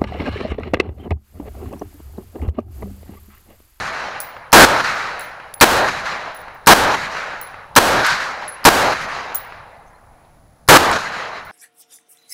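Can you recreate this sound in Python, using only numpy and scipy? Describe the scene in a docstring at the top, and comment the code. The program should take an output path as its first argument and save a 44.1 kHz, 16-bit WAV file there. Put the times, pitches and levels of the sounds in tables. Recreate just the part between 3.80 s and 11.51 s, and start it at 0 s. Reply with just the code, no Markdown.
"""Rifle fire under a roof

A rifle fires six single shots at an outdoor firing line; each blast overloads the microphone.
Noise under a falling, dulling spectrum makes the echoes from roof, banks and trees. Bullets thud
downrange as shaped noise bursts; spent brass cases ring on concrete as dying modes, among small ticks.
Two bird chirps, faint wind and a thin electrical whine, made of tones and noise, lie behind."""
import sys
import numpy as np
from scipy import signal
from scipy.io import wavfile
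from scipy.ndimage import uniform_filter1d

SR = 44100
rng = np.random.default_rng(int(sys.argv[2]) if len(sys.argv) > 2 else 0)


def waveform_to_disk(signal):
    """Save audio, clipped to [-1, 1], as 16-bit WAV at the path in sys.argv[1]."""
    frames = np.transpose(np.atleast_2d(signal))
    scaled = np.clip(frames, -1, 1) * 32767
    samples = np.round(scaled).astype(np.int16)
    wavfile.write(sys.argv[1], SR, samples)


def gain_from_db(level_db):
    """Turn a decibel level (scalar or array-like) into a linear amplitude factor."""
    decades = np.asarray(level_db, float) / 20
    return 10 ** decades


N = 340126  # samples
SIZE, HOP = 1024, 256  # short-time spectra, samples
BINS_HZ = np.fft.rfftfreq(SIZE, 1 / SR)
FRAMES_S = np.arange(N // HOP + 5) * HOP / SR

# The six shots: [blast t/s, level control takes hold t/s, hammer level ahead of mode offsets/dB]
SHOTS = [(.7282, .8513, -16), (1.8103, 1.8444, -16), (2.8704, 2.9363, -15), (3.9619, 3.9896, -15),
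         (4.8509, 4.8914, -15), (6.8866, 6.9746, -19)]
EARLIER_SHOT_S = -0.306  # only its echoes fall inside the scene
BLASTS_S = np.array([EARLIER_SHOT_S] + [shot[0] for shot in SHOTS])
HAMMER_LEAD_S = .0081


def add(mix, s, sound):
    """Superposition: adds a sound to the mix from time s on."""
    part = mix[round(s * SR):][:len(sound)]
    part += sound[:len(part)]


def ring(hz, db, t60):
    """Free decay of one mode: a sine that loses 60 dB in t60 seconds."""
    t = np.arange(SR // 2) / SR
    return gain_from_db(db - 60 * t / t60) * np.sin(2 * np.pi * hz * t)


def puff(db, t60, low_hz, top_hz):
    """Exponential decay of broadband noise, then band-pass filtered; db is the level ahead of the filter."""
    t = np.arange(SR // 4) / SR
    decaying = gain_from_db(db - 60 * t / t60) * rng.standard_normal(len(t))
    band = signal.butter(3, np.clip([low_hz, top_hz], 50, 20000), "bandpass", fs=SR, output="sos")
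    return signal.sosfilt(band, decaying)


def white(at=slice(None)):
    """Equal mean power at all frequencies: short-time spectra of white noise read at the given samples."""
    x = rng.standard_normal((len(FRAMES_S) - 1) * HOP)[at]
    return signal.stft(x, nperseg=SIZE, noverlap=SIZE - HOP)[2].T


def noise(field_db, low_hz, top_hz, spectra):
    """Time-varying filtering: weights white spectra by a dB field, scaled to rms 1 from low_hz to top_hz."""
    band = (BINS_HZ >= low_hz) & (BINS_HZ < top_hz)
    gain = gain_from_db(field_db)
    band_rms = np.sqrt((gain[:, band] ** 2).sum(1, keepdims=True) * 2 / SIZE)
    gain = gain / band_rms
    return signal.istft((spectra * gain).T, nperseg=SIZE, noverlap=SIZE - HOP)[1][:N]


def log_interp(hz, values):
    """Constant-ratio frequency scale: interpolates values over log frequency onto the spectral bins."""
    return np.interp(np.log(BINS_HZ + 1), np.log(hz), values)


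def muzzle():
    """Impulsive radiation: the direct crack is a bright noise burst that falls 60 dB in 26 ms."""
    out = np.zeros(N)
    for s, *_ in SHOTS:
        add(out, s + .0006, puff(19, 0.026, 2000, 15000))
    return out


def controls(t):
    """Echo decay: time since the last blast, and level, treble and bass of the echo field at that age."""
    # Blast and near echoes, alike for every shot:
    # [after blast t/s, 500-2500 Hz level/dB, treble control/dB, bass control/dB]
    near = [(0, -11, -1, -12.5), (.0012, 24.5, -10.5, -16), (.03, 18.5, -16, -2), (0.119, 10.5, -16.5, -4),
            (.185, -0.5, -18, -8), (.225, -8, -14, -5), (.252, -17.5, -9.5, -8),
            (0.267, -19.5, -9.5, -10.5), (.277, -14, -10.5, -7.5)]
    # Far echoes from banks and trees, same columns:
    # [after blast t/s, 500-2500 Hz level/dB, treble control/dB, bass control/dB]
    far = [(.292, -23.5, -9.5, -9.5), (.31, -25.5, -7.5, -15.5), (.39, -25.5, -11, -20),
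           (.425, -28.5, -13.5, -12), (.445, -26.5, -9.5, -15.5), (.54, -27, -10.5, -14),
           (.63, -30.5, -12, -14.5), (.675, -29.5, -12, -11), (.72, -34, -12.5, -17),
           (.78, -36.5, -14.5, -16), (.86, -37.5, -15.5, -15), (.96, -39, -17.5, -17.5),
           (1.0, -43, -15, -11.5), (1.1, -43.5, -16.5, -7), (1.24, -48.5, -22, -8), (1.4, -52, -26, -12),
           (1.62, -55.5, -12, -10), (2.0, -74, -14, -8)]
    flight = t - BLASTS_S[np.searchsorted(BLASTS_S, t, side="right") - 1]
    age, *columns = np.transpose(sorted(near + far))
    return flight, *(np.interp(flight, age, c) for c in columns)


def reflections(flight):
    """Coherence loss: the same surroundings repeat one echo pattern, which moving air scrambles with travel."""
    alike_cycles = 600  # cycles of travel after which the shared amplitude is down to 1/e
    new_aim_s = 6.5  # from here on, another pattern
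    t = np.arange((len(FRAMES_S) - 1) * HOP) / SR
    pattern_s = controls(t)[0] + 2 * (t > new_aim_s)
    at = np.round(pattern_s * SR).astype(int)
    alike = np.exp(-(np.outer(flight, BINS_HZ) / alike_cycles) ** 2)
    return alike * white(at) + np.sqrt(1 - alike ** 2) * white()


def gunfire(patchy_db=1.5, grain_db=0.43):
    """Dense multiple reflection: blast echoes as noise, dulled by air and leaves with longer travel."""
    # Colour of the echoes:
    # [f/Hz, relative density/dB per Hz, treble control share, bass control share, level change/dB per s of travel]
    colour = [(40, -6.5, 0.091, -0.35, -28.5), (159, -1.5, 0.18, -0.13, -17.5), (342, 5.5, 0, 0.9, -7),
              (472, 8, 0.17, 0.78, 3), (800, 7, 0, 0.61, 5.5), (1630, 2, 0, -0.038, -4),
              (2004, -2.5, 0.27, -0.16, 1), (3580, -4.5, 0.85, 0.15, -0.5), (3950, 2.5, 0.79, 0.21, -3),
              (4870, -4.5, 0.93, 0.025, -4.5), (6780, -7.5, 0.89, -0.12, -15),
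              (7900, -15.5, 0.98, -0.26, -20.5), (12100, -14.5, .8, 0, -36),
              (13000, -18.5, .8, -0.049, -35), (16000, -32, 0.99, 0.62, -36)]
    flight, _, treble_db, bass_db = controls(FRAMES_S)
    hz, *columns = np.transpose(colour)
    base_db, treble_share, bass_share, loss = (log_interp(hz, c) for c in columns)
    field_db = base_db + np.outer(flight, loss)
    field_db += np.outer(treble_db, treble_share) + np.outer(bass_db, bass_share)
    patches = uniform_filter1d(rng.standard_normal(field_db.shape), size=8, axis=0)
    patches = uniform_filter1d(patches, size=12, axis=1)
    field_db += patchy_db * patches / patches.std()
    grain = uniform_filter1d(rng.standard_normal(N), size=90)  # single reflections stand out for a few ms
    level_db = controls(np.arange(N) / SR)[1] + grain_db * grain / grain.std()
    return gain_from_db(level_db) * noise(field_db, 500, 2500, reflections(flight))


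def slap():
    """Discrete echo: one far wall answers every blast with a dull short tone trailed by scatter."""
    delay_s, tone_db, tone_hz, t60_s = .8722, -20, 1201.5, .007
    scatter_db = -22
    out = np.zeros(N)
    for s in BLASTS_S + delay_s:
        add(out, s, ring(tone_hz, tone_db, t60_s))
        add(out, s, puff(scatter_db, .04, 700, 2500))
    return out


def impacts(treble_hz=2800, dulling_db_per_s=15):
    """Impact and echo: bullets strike downrange as bass-poor bursts that swell fast, roll off and dull."""
    # Strikes: [t/s, level of the exponential at onset/dB, treble at onset/dB, fall/dB per s]
    strikes = [(.05, -32, -0.5, 63), (1.037, -18, -1, 52.5), (2.252, -21, -3, 120), (3.36, -29.5, -0.5, 61),
               (4.241, -9.5, 2.5, 103), (7.114, -26, 9, 120), (7.312, -30, -5.5, 150)]
    # The burst itself and its two returns: [later t/s, level/dB]
    returns = [(0, 0), (.155, -13.5), (.37, -23)]
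    # Spectrum ahead of the treble change: [f/Hz, relative density/dB per Hz]
    colour = [(100, -39), (400, -18.5), (800, -3.5), (1500, 6), (2200, -3.5), (3200, -12), (4200, -8.5),
              (7000, -19.5), (9000, -29), (12000, -32.5), (14000, -41.5), (16000, -49)]
    rise_s = 0.0088
    t, level = np.arange(N) / SR, np.zeros(N)
    for s, db, _, fall in strikes:
        for later, back_db in returns:
            since = np.maximum(t - s - later, 0)
            swell = np.minimum(since / rise_s, 1)
            level = np.hypot(level, swell * gain_from_db(db + back_db - fall * since))
    s, _, treble_db, _ = np.transpose(strikes)
    latest = np.maximum(np.searchsorted(s, FRAMES_S + 0.036) - 1, 0)  # treble is set 36 ms ahead of a strike
    treble_db = treble_db[latest] - dulling_db_per_s * np.maximum(FRAMES_S - s[latest], 0)
    field_db = log_interp(*np.transpose(colour)) + np.outer(treble_db, BINS_HZ > treble_hz)
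    return level * noise(field_db, 500, 2500, white())


def hammer():
    """Modal excitation: the hammer falls on the pin just before each blast with short rings and a rattle."""
    # Modes: [nominal f/Hz, level offset/dB, t60/s]
    modes = [(1508, -5, 0.016), (4530, 0, 0.0083), (5260, -3.5, 0.02), (11400, -9.5, 0.015)]
    out = np.zeros(N)
    for s, _, db in SHOTS:
        click = sum(ring(hz * rng.uniform(0.85, 1.03), db + mode_db - 0.5, t60) for hz, mode_db, t60 in modes)
        onset = np.minimum(np.arange(len(click)) / 25, 1)
        add(out, s - HAMMER_LEAD_S, click * onset)
        add(out, s - HAMMER_LEAD_S, puff(db - 11, .03, 1200, 16000))
    return out


def cases(tumble_db=5.5):
    """Mode splitting: a tick, two split rings that waver as the tube tumbles, and a wash from under the roof."""
    # Landings and bounces; levels are ahead of tick filtering and ring partial offsets:
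    # [t/s, tick level/dB, lower ring f/Hz, upper ring f/Hz, lower ring level/dB, upper ring level/dB]
    landings = [(0.403, -11, 10710, 14990, -38.5, -25), (.4165, -28, 10700, 14750, -52, -39.5),
                (.456, -38, 10710, 15000, -65.5, -43), (.9, -54, 10750, 15050, -56.5, -42),
                (1.147, -50, 10750, 15100, -60, -55), (1.3952, -31, 10600, 15050, -38, -35.5),
                (1.409, -21, 10900, 14950, -43.5, -41), (1.74, -37.5, 10720, 15120, -36.5, -40),
                (2.5475, -34, 10740, 15160, -44, -39), (2.7456, -58, 10800, 15350, -65.5, -57),
                (3.614, -28, 10900, 15200, -37.5, -39), (3.627, -38, 10650, 14900, -43.5, -44),
                (4.6794, -34.5, 10740, 15300, -30.5, -47), (5.215, -50, 10800, 15100, -52, -57),
                (5.5475, -17, 10610, 15100, -37.5, -24.5), (5.5575, -17.5, 10610, 15180, -35, -30),
                (5.5612, -29, 10610, 15200, -42, -36), (7.65, -36, 10850, 14900, -59, -50)]
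    # Three partials of the lower ring, then of the upper: [level offset/dB, t60/s]
    partials = [(-9, 0.15), (-3, 0.25), (-15, .2), (-8.5, .17), (-6.5, .2), (-16.5, .32)]
    # How far each partial lies from its ring: [f offset/Hz]
    split_hz = [-25, 20, 75, -80, 110, -10]
    out = np.zeros(N)
    for s, tick_db, low_hz, high_hz, low_db, high_db in landings:
        partial_hz = np.repeat([low_hz, high_hz], 3) + split_hz
        ring_db = np.repeat([low_db, high_db], 3)
        for hz, db, (mode_db, t60) in zip(partial_hz, ring_db, partials):
            tumble = uniform_filter1d(rng.standard_normal(SR // 2), size=500)
            waver = gain_from_db(2.5 + tumble_db * tumble / tumble.std())
            add(out, s, ring(hz, db + mode_db, t60) * waver)
        tick = puff(tick_db, 0.0031, 5000, 16500)
        wash = puff(tick_db - 22.5, .16, 3500, 17000)
        add(out, s, tick + wash)
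    return out


def knocks():
    """Heavily damped impact: small sharp ticks of band noise with no ring."""
    # Ticks: [t/s, level ahead of filtering/dB, low f/Hz, top f/Hz, t60/s]
    ticks = [(1.739, -25.5, 1800, 7000, .012), (4.265, -13, 4970, 13000, 0.033),
             (6.449, -49, 700, 4500, .03), (7.114, -9, 4800, 11000, .015)]
    out = np.zeros(N)
    for s, db, low_hz, top_hz, t60 in ticks:
        add(out, s, puff(db, t60, low_hz, top_hz))
    return out


def bird(blur=.2):
    """Frequency modulation: a far bird's two rising chirps, blurred by a random walk of phase."""
    # Chirps: [t/s, length/s, peak level/dB, from f/Hz, to f/Hz]
    chirps = [(6.05, 0.065, -62.5, 5900, 6700), (6.135, .04, -60.5, 4000, 4300)]
    out = np.zeros(N)
    for s, length, db, from_hz, to_hz in chirps:
        phase = 2 * np.pi * np.cumsum(np.linspace(from_hz, to_hz, round(length * SR))) / SR
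        wander = np.cumsum(rng.standard_normal(len(phase)))
        phase += blur * wander * (from_hz / 6000) ** 3  # the high call is the buzzier
        add(out, s, gain_from_db(db) * np.hanning(len(phase)) * np.sin(phase))
    return out


def air(lumpy_db=2.0, gust_hz=300):
    """Turbulence noise: light wind that gusts only in the bass, over a steady distant wash."""
    # Wind and wash: [f/Hz, relative density/dB per Hz]
    colour = [(25, -0.5), (65, 2), (130, -2), (200, -8), (400, -16.5), (700, -10), (1100, -17.5),
              (1900, -24), (2800, -34.5), (4000, -32), (7000, -34), (8500, -38), (15500, -37)]
    bass_db = -52  # mean rms level from 25 to 300 Hz
    gusts = uniform_filter1d(rng.standard_normal(len(FRAMES_S)), size=24)
    gusts_db = lumpy_db * gusts / gusts.std()
    # the level below swings all bins; taking the gusts out above gust_hz keeps the wash steady
    field_db = log_interp(*np.transpose(colour)) - np.outer(gusts_db, BINS_HZ > gust_hz)
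    level_db = bass_db + np.interp(np.arange(N) / SR, FRAMES_S, gusts_db)
    return gain_from_db(level_db) * noise(field_db, 25, 300, white())


def whine():
    """Phase diffusion: a faint electrical whine of close tones whose shared phase wavers slightly."""
    # Tones: [f/Hz, rms level/dB]
    tones = [(9905, -85.5), (9981, -72), (10018, -80), (10056, -76), (10137, -86)]
    t = np.arange(N) / SR
    drift = .012 * np.cumsum(rng.standard_normal(N))
    return sum(np.sqrt(2) * gain_from_db(db) * np.sin(2 * np.pi * hz * t + drift) for hz, db in tones)


def scene():
    """Linear superposition: all sources add at one microphone."""
    shots = muzzle() + gunfire() + slap() + hammer()
    strikes = impacts() + cases() + knocks()
    background = bird() + air() + whine()
    return (shots + strikes + background)[None]


def roll_off(x):
    """The treble ends steeply here."""
    return signal.sosfilt(signal.butter(12, 16860, fs=SR, output="sos"), x)


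def record(dry, ceiling_db=-3.5, hold_db=-14.5, edge_hz=15750):
    """Overload and gain control: the input stage flattens peaks; a lagging level control caps the rms."""
    clipped = np.clip(dry[0], -gain_from_db(ceiling_db), gain_from_db(ceiling_db))
    rms = np.sqrt(abs(uniform_filter1d(clipped ** 2, size=1200)) + 1e-12)
    gain = np.minimum(gain_from_db(hold_db) / rms, 1)
    for s, held_s, _ in SHOTS:
        gain[round((s - .03) * SR):round(held_s * SR)] = 1  # full gain until the control takes hold
    band_limit = signal.firwin(255, edge_hz, window=("kaiser", 7), fs=SR)
    mix = signal.oaconvolve(clipped * gain, band_limit, "same")[None]
    return roll_off(mix)


dry = scene()
out = record(dry)
waveform_to_disk(out)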